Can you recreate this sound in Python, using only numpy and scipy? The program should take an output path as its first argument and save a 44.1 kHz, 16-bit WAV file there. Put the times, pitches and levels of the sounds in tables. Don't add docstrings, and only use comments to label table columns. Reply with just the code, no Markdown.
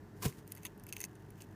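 import sys
import numpy as np
from scipy import signal
from scipy.fft import rfft, irfft
from scipy.io import wavfile
from scipy.ndimage import uniform_filter1d

SR = 44100
rng = np.random.default_rng(int(sys.argv[2]) if len(sys.argv) > 2 else 0)


def dump_mix(stems):
    frames = np.atleast_2d(stems).T
    limited = np.clip(frames, -1, 1)
    pcm = np.round(limited * 32767).astype(np.int16)
    wavfile.write(sys.argv[1], SR, pcm)


N = 68355

# start in seconds, snap level in dB, snap centre in Hz, splinters in dB
# relative to the snap, high ring level in dB, low ring level in dB, low ring frequency in Hz.
SHELL_CRACKS = [(0.282, -56, 9200, -5, -52, -81, 2450), (0.3248, -65, 8800, 1, -65, -61, 2050),
                (0.477, -54.5, 11600, -17, -76, -80.5, 2240), (0.5039, -65, 12500, -2, -82, -84, 2210),
                (0.516, -64, 11700, -10, -66, -67, 2300), (0.5205, -41, 9800, -26, -62, -60.5, 2120),
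                (0.5506, -57.5, 11000, -5, -75, -78, 2400), (0.5523, -54.5, 13300, -3, -83, -69, 1800),
                (0.5641, -61.5, 10400, -10, -84, -65, 1840), (0.573, -62, 11500, 1, -61.5, -60, 2040),
                (0.5794, -59, 11800, -5, -71, -69, 2360), (0.6325, -57.5, 11300, -8, -60, -64.5, 2130),
                (0.6512, -43, 11800, -16, -66, -47.5, 1920), (0.6545, -50, 9100, 4, -47, -55.5, 2240),
                (0.661, -54.5, 10800, -3, -56, -64, 2820), (0.6662, -56, 8700, -6, -54, -53, 2780),
                (0.778, -64, 12700, -10, -92, -80, 2140), (0.7976, -59.5, 10100, -8, -93.5, -73.5, 1800),
                (0.8372, -56, 11600, -2.5, -85, -69, 1770), (0.8669, -52.5, 11400, -4.5, -78, -61, 2260),
                (0.8874, -59.5, 9500, -4.5, -74.5, -72, 2520), (0.8905, -54, 10500, -1, -72, -63.5, 2640),
                (0.9254, -42.5, 11700, 16, -46, -47.5, 2640), (0.9323, -50, 10100, 1, -53, -56, 2560),
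                (0.9374, -58, 11300, -4, -62, -58, 2160), (0.966, -50.5, 11000, -6, -52.5, -49, 2572),
                (0.981, -67, 9500, -8, -56, -77, 2580), (0.994, -62, 11400, -5, -61, -67, 2050),
                (1.0038, -41.5, 11300, 6, -56, -52, 2030), (1.0108, -46, 13000, -5, -55, -58, 2020),
                (1.0143, -47, 9000, 1, -45.5, -53, 2160), (1.0253, -58, 11200, 1, -60.5, -67, 2180),
                (1.0317, -58.5, 10300, -1, -52.5, -62.5, 2020), (1.0396, -43, 9900, -6.5, -39, -45.5, 2040),
                (1.0495, -46.5, 9300, -22, -55, -66, 2550), (1.054, -55, 10000, -4, -59, -65, 2030),
                (1.1539, -64, 9200, -8, -72, -70.5, 1830), (1.3044, -59, 11200, 3, -80, -70, 2380),
                (1.4044, -77, 5500, 0.5, -72, -61.5, 2930), (1.4202, -53, 7640, 16, -64, -62.5, 2450)]
# centre in Hz, width in Hz, gain in dB.
SNAP_BANDS = [(4480, 700, 2.5), (7800, 670, -5.5), (8730, 520, 2.5)]
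# frequency in Hz, level in dB relative to the low ring, decay in seconds.
ENCLOSURE_MODES = [(1048, -17.5, 0.0046), (2615, -5, 0.006), (2880, -17, 0.007), (4550, -9, 0.0015)]
# start in seconds, level in dB, decay in seconds.
HARD_BITES = [(.5725, -54, 0.0042), (.651, -42, 0.0017), (.6545, -40.5, 0.00495), (0.666, -49, 0.0044),
              (.9257, -48, 0.0036), (.9657, -42, 0.0038), (1.0156, -50, 0.0069), (1.0396, -60, 0.0039)]
# start in seconds, length in seconds, level in dB.
CRINKLE_SWELLS = [(0.462, 0.066, -67.5), (.535, 0.072, -67.5), (0.616, 0.072, -60.5), (0.877, 0.034, -57),
                  (0.928, 0.14, -60.5), (1.367, 0.033, -65.5), (1.402, 0.018, -55), (1.408, 0.043, -64)]
# time in seconds, level in dB.
SCUFF_ENVELOPE = [(.14, -99), (.168, -66), (.195, -71), (0.218, -59), (0.224, -40), (0.234, -40),
                  (0.24, -43), (0.257, -33.5), (0.272, -47), (.3, -53), (.32, -62.5), (.365, -66),
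                  (.388, -60), (0.429, -82)]
# start in seconds, level in dB.
FLOOR_BLOWS = [(.249, -40), (0.2547, -34), (0.2589, -25.5), (.306, -49), (.381, -47), (1.276, -50.5)]
# frequency in Hz, level in dB relative to the blow, decay in seconds.
FLOOR_RESONANCES = [(55, -27.5, 0.01), (103.5, -12, .017), (138, 6, 0.014), (226, -19.5, 0.007),
                    (404, -13.5, 0.018)]
# start in seconds, frequency in Hz, level in dB, decay in seconds.
HOLLOW_KNOCKS = [(.223, 437, -41.5, 0.012), (.2325, 1087, -34.5, 0.0052), (0.2536, 455, -30.5, 0.0085),
                 (.254, 733, -41.5, 0.0065), (.263, 1020, -48, 0.011), (.655, 990, -53, 0.013)]
# frequency in Hz, level in dB.
HUM_LINES = [(100, -59), (200, -67), (316, -68), (416, -69.5), (776, -90.5), (905, -77), (1016, -80.5)]
# frequency in Hz, relative spectral density in dB.
CRUSH_SPECTRUM = [(500, -43), (1000, 7), (1400, -12), (1900, 5), (3500, 3.5), (4700, -14), (5500, -22),
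                  (9000, -3.5)]
CRINKLE_SPECTRUM = [(1200, -14), (2600, 5), (3700, -7), (5700, -5), (6400, 0.5), (7200, -1.5), (10000, -6),
                    (15000, 0)]
SCUFF_SPECTRUM = [(50, -35), (150, 13), (300, 4), (430, 10.5), (560, -2), (760, 3), (880, -7), (1050, 8),
                  (1250, -1), (1650, -0.5), (2500, 0), (3500, -4), (6300, -2.5), (11000, -3), (15000, -3)]
AIR_SPECTRUM = [(20, -32), (35, -7), (52, -3.5), (72, -11), (100, 0.5), (140, -0.5), (200, -3), (260, -7),
                (330, -5), (430, -9.5), (520, -17), (750, -16.5), (950, -20), (1300, -23.5), (1750, -20),
                (2300, -32.5), (3300, -36.5), (6500, -38.5), (9000, -42), (15000, -41.5)]


def cracks():
    out, t = np.zeros(N), np.arange(SR // 20) / SR
    walls = sum(at_level(mode(t, hz, decay, rise_s=.0005), db) for hz, db, decay in ENCLOSURE_MODES)
    for start, snap_db, snap_hz, splinter_db, high_db, low_db, low_hz in SHELL_CRACKS:
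        fracture = at_level(snap(t, snap_hz, splinter_db), snap_db)
        high_hz = 6350 * (1 + .012 * rng.standard_normal())
        high = at_level(jaw_ring(t, high_hz, width_hz=900), high_db)
        low = at_level(jaw_ring(t, low_hz, width_hz=970), low_db)
        add(out, start, fracture + high + low + undb(low_db) * walls)
    return out


def snap(t, centre_hz, splinter_db):
    rise_s, snap_s, splinter_s, echo_s = .00012, .0006, .0017, .005
    splinters = undb(splinter_db) * np.exp(-t / splinter_s)
    echoes = undb(-21) * np.exp(-t / echo_s)
    envelope = (np.exp(-t / snap_s) + splinters + echoes) * (1 - np.exp(-t / rise_s))
    burst = band(rng.standard_normal(len(t)) * envelope, centre_hz, width_hz=3700)
    burst = signal.sosfilt(signal.butter(4, 2930, "high", fs=SR, output="sos"), burst)
    for hz, width_hz, db in SNAP_BANDS:
        burst = burst + (undb(db) - 1) * band(burst, hz, width_hz)
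    return burst


def jaw_ring(t, hz, width_hz, decay_s=.002, rise_s=.0005, roughness=.6):
    noise = band(rng.standard_normal(len(t)), hz, width_hz)
    tone = np.sin(2 * np.pi * hz * t) + roughness * unit(band(noise, hz, width_hz))
    return tone * np.exp(-t / decay_s) * (1 - np.exp(-t / rise_s))


def crush(t):
    out = np.zeros(N)
    for start, db, decay in HARD_BITES:
        fractures = colour(grains(per_s=8000, spread_db=2), CRUSH_SPECTRUM)
        add(out, start, undb(db) * np.exp(-t / decay) * fractures)
    return out


def crinkles(t):
    swell = np.zeros(N)
    for start, length, db in CRINKLE_SWELLS:
        progress = np.clip((t - start) / length, 0, 1)
        swell += undb(db) * np.sqrt(np.abs(np.sin(np.pi * progress)))
    return swell * colour(grains(per_s=2600, spread_db=3.5), CRINKLE_SPECTRUM)


def scuff(t):
    times, db = np.array(SCUFF_ENVELOPE).T
    envelope = undb(np.interp(t, times, db, left=-np.inf, right=-np.inf))
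    return envelope * colour(grains(per_s=4560, spread_db=2.5), SCUFF_SPECTRUM)


def impacts(t, rise_s=.001):
    out = np.zeros(N)
    floor = sum(undb(db) * mode(t, hz, decay, rise_s) for hz, db, decay in FLOOR_RESONANCES)
    for start, db in FLOOR_BLOWS:
        add(out, start, undb(db) * floor)
    for start, hz, db, decay in HOLLOW_KNOCKS:
        add(out, start, undb(db) * mode(t, hz, decay, rise_s))
    return out


def ticks(t, from_s=.35, decay_s=.0018):
    tail = rng.standard_normal(SR // 50) * np.exp(-t[:SR // 50] / decay_s)
    clicks = signal.fftconvolve(grains(per_s=69, spread_db=0), tail)[:N]
    return undb(-76.5) * (t > from_s) * colour(clicks, CRINKLE_SPECTRUM)


def room(t, waver_db=1, drift_rad=.57):
    out = undb(-54.5) * colour(rng.standard_normal(N), AIR_SPECTRUM)
    for hz, db in HUM_LINES:
        waver = undb(waver_db * walk(per_s=11.7))
        phase = 2 * np.pi * hz * t + drift_rad * walk(per_s=7.28)
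        out += undb(db) * unit(waver * np.sin(phase))
    return out


def mode(t, hz, decay_s, rise_s):
    return np.sin(2 * np.pi * hz * t) * np.exp(-t / decay_s) * (1 - np.exp(-t / rise_s))


def grains(per_s, spread_db):
    chance, size = rng.random(N), rng.standard_normal(N)
    return (chance < per_s / SR) * rng.choice([-1, 1], N) * undb(spread_db * size)


def walk(per_s):
    hold = int(SR / per_s)
    steps = np.repeat(rng.standard_normal(N // hold + 1), hold)
    return unit(uniform_filter1d(uniform_filter1d(steps, hold), hold)[:N])


def colour(x, spectrum):
    hz, db = np.array(spectrum).T
    bins_hz = np.fft.rfftfreq(len(x), 1 / SR)
    gain = undb(np.interp(np.log(bins_hz + 1), np.log(hz), db))
    return unit(irfft(rfft(x) * gain, len(x)))


def band(x, hz, width_hz):
    return signal.lfilter(*signal.iirpeak(hz, hz / width_hz, fs=SR), x)


def at_level(x, db, window_s=.005):
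    return x * undb(db) / np.sqrt(np.sum(x ** 2) / (window_s * SR))


def undb(db):
    return 10 ** (np.asarray(db) / 20)


def unit(x):
    return x / np.sqrt(np.mean(x ** 2))


def add(out, start_s, x):
    i = int(start_s * SR)
    out[i:i + len(x)] += x[:len(out) - i]


def scene():
    t = np.arange(N) / SR
    return (room(t) + scuff(t) + impacts(t) + crinkles(t) + crush(t) + cracks() + ticks(t))[None]


def record(dry):
    low_cut_hz, top_hz = 36, 15400
    thinned = signal.sosfilt(signal.butter(3, low_cut_hz, "high", fs=SR, output="sos"), dry)
    return signal.sosfilt(signal.ellip(10, .2, 80, top_hz, fs=SR, output="sos"), thinned)


dry = scene()
out = record(dry)
dump_mix(out)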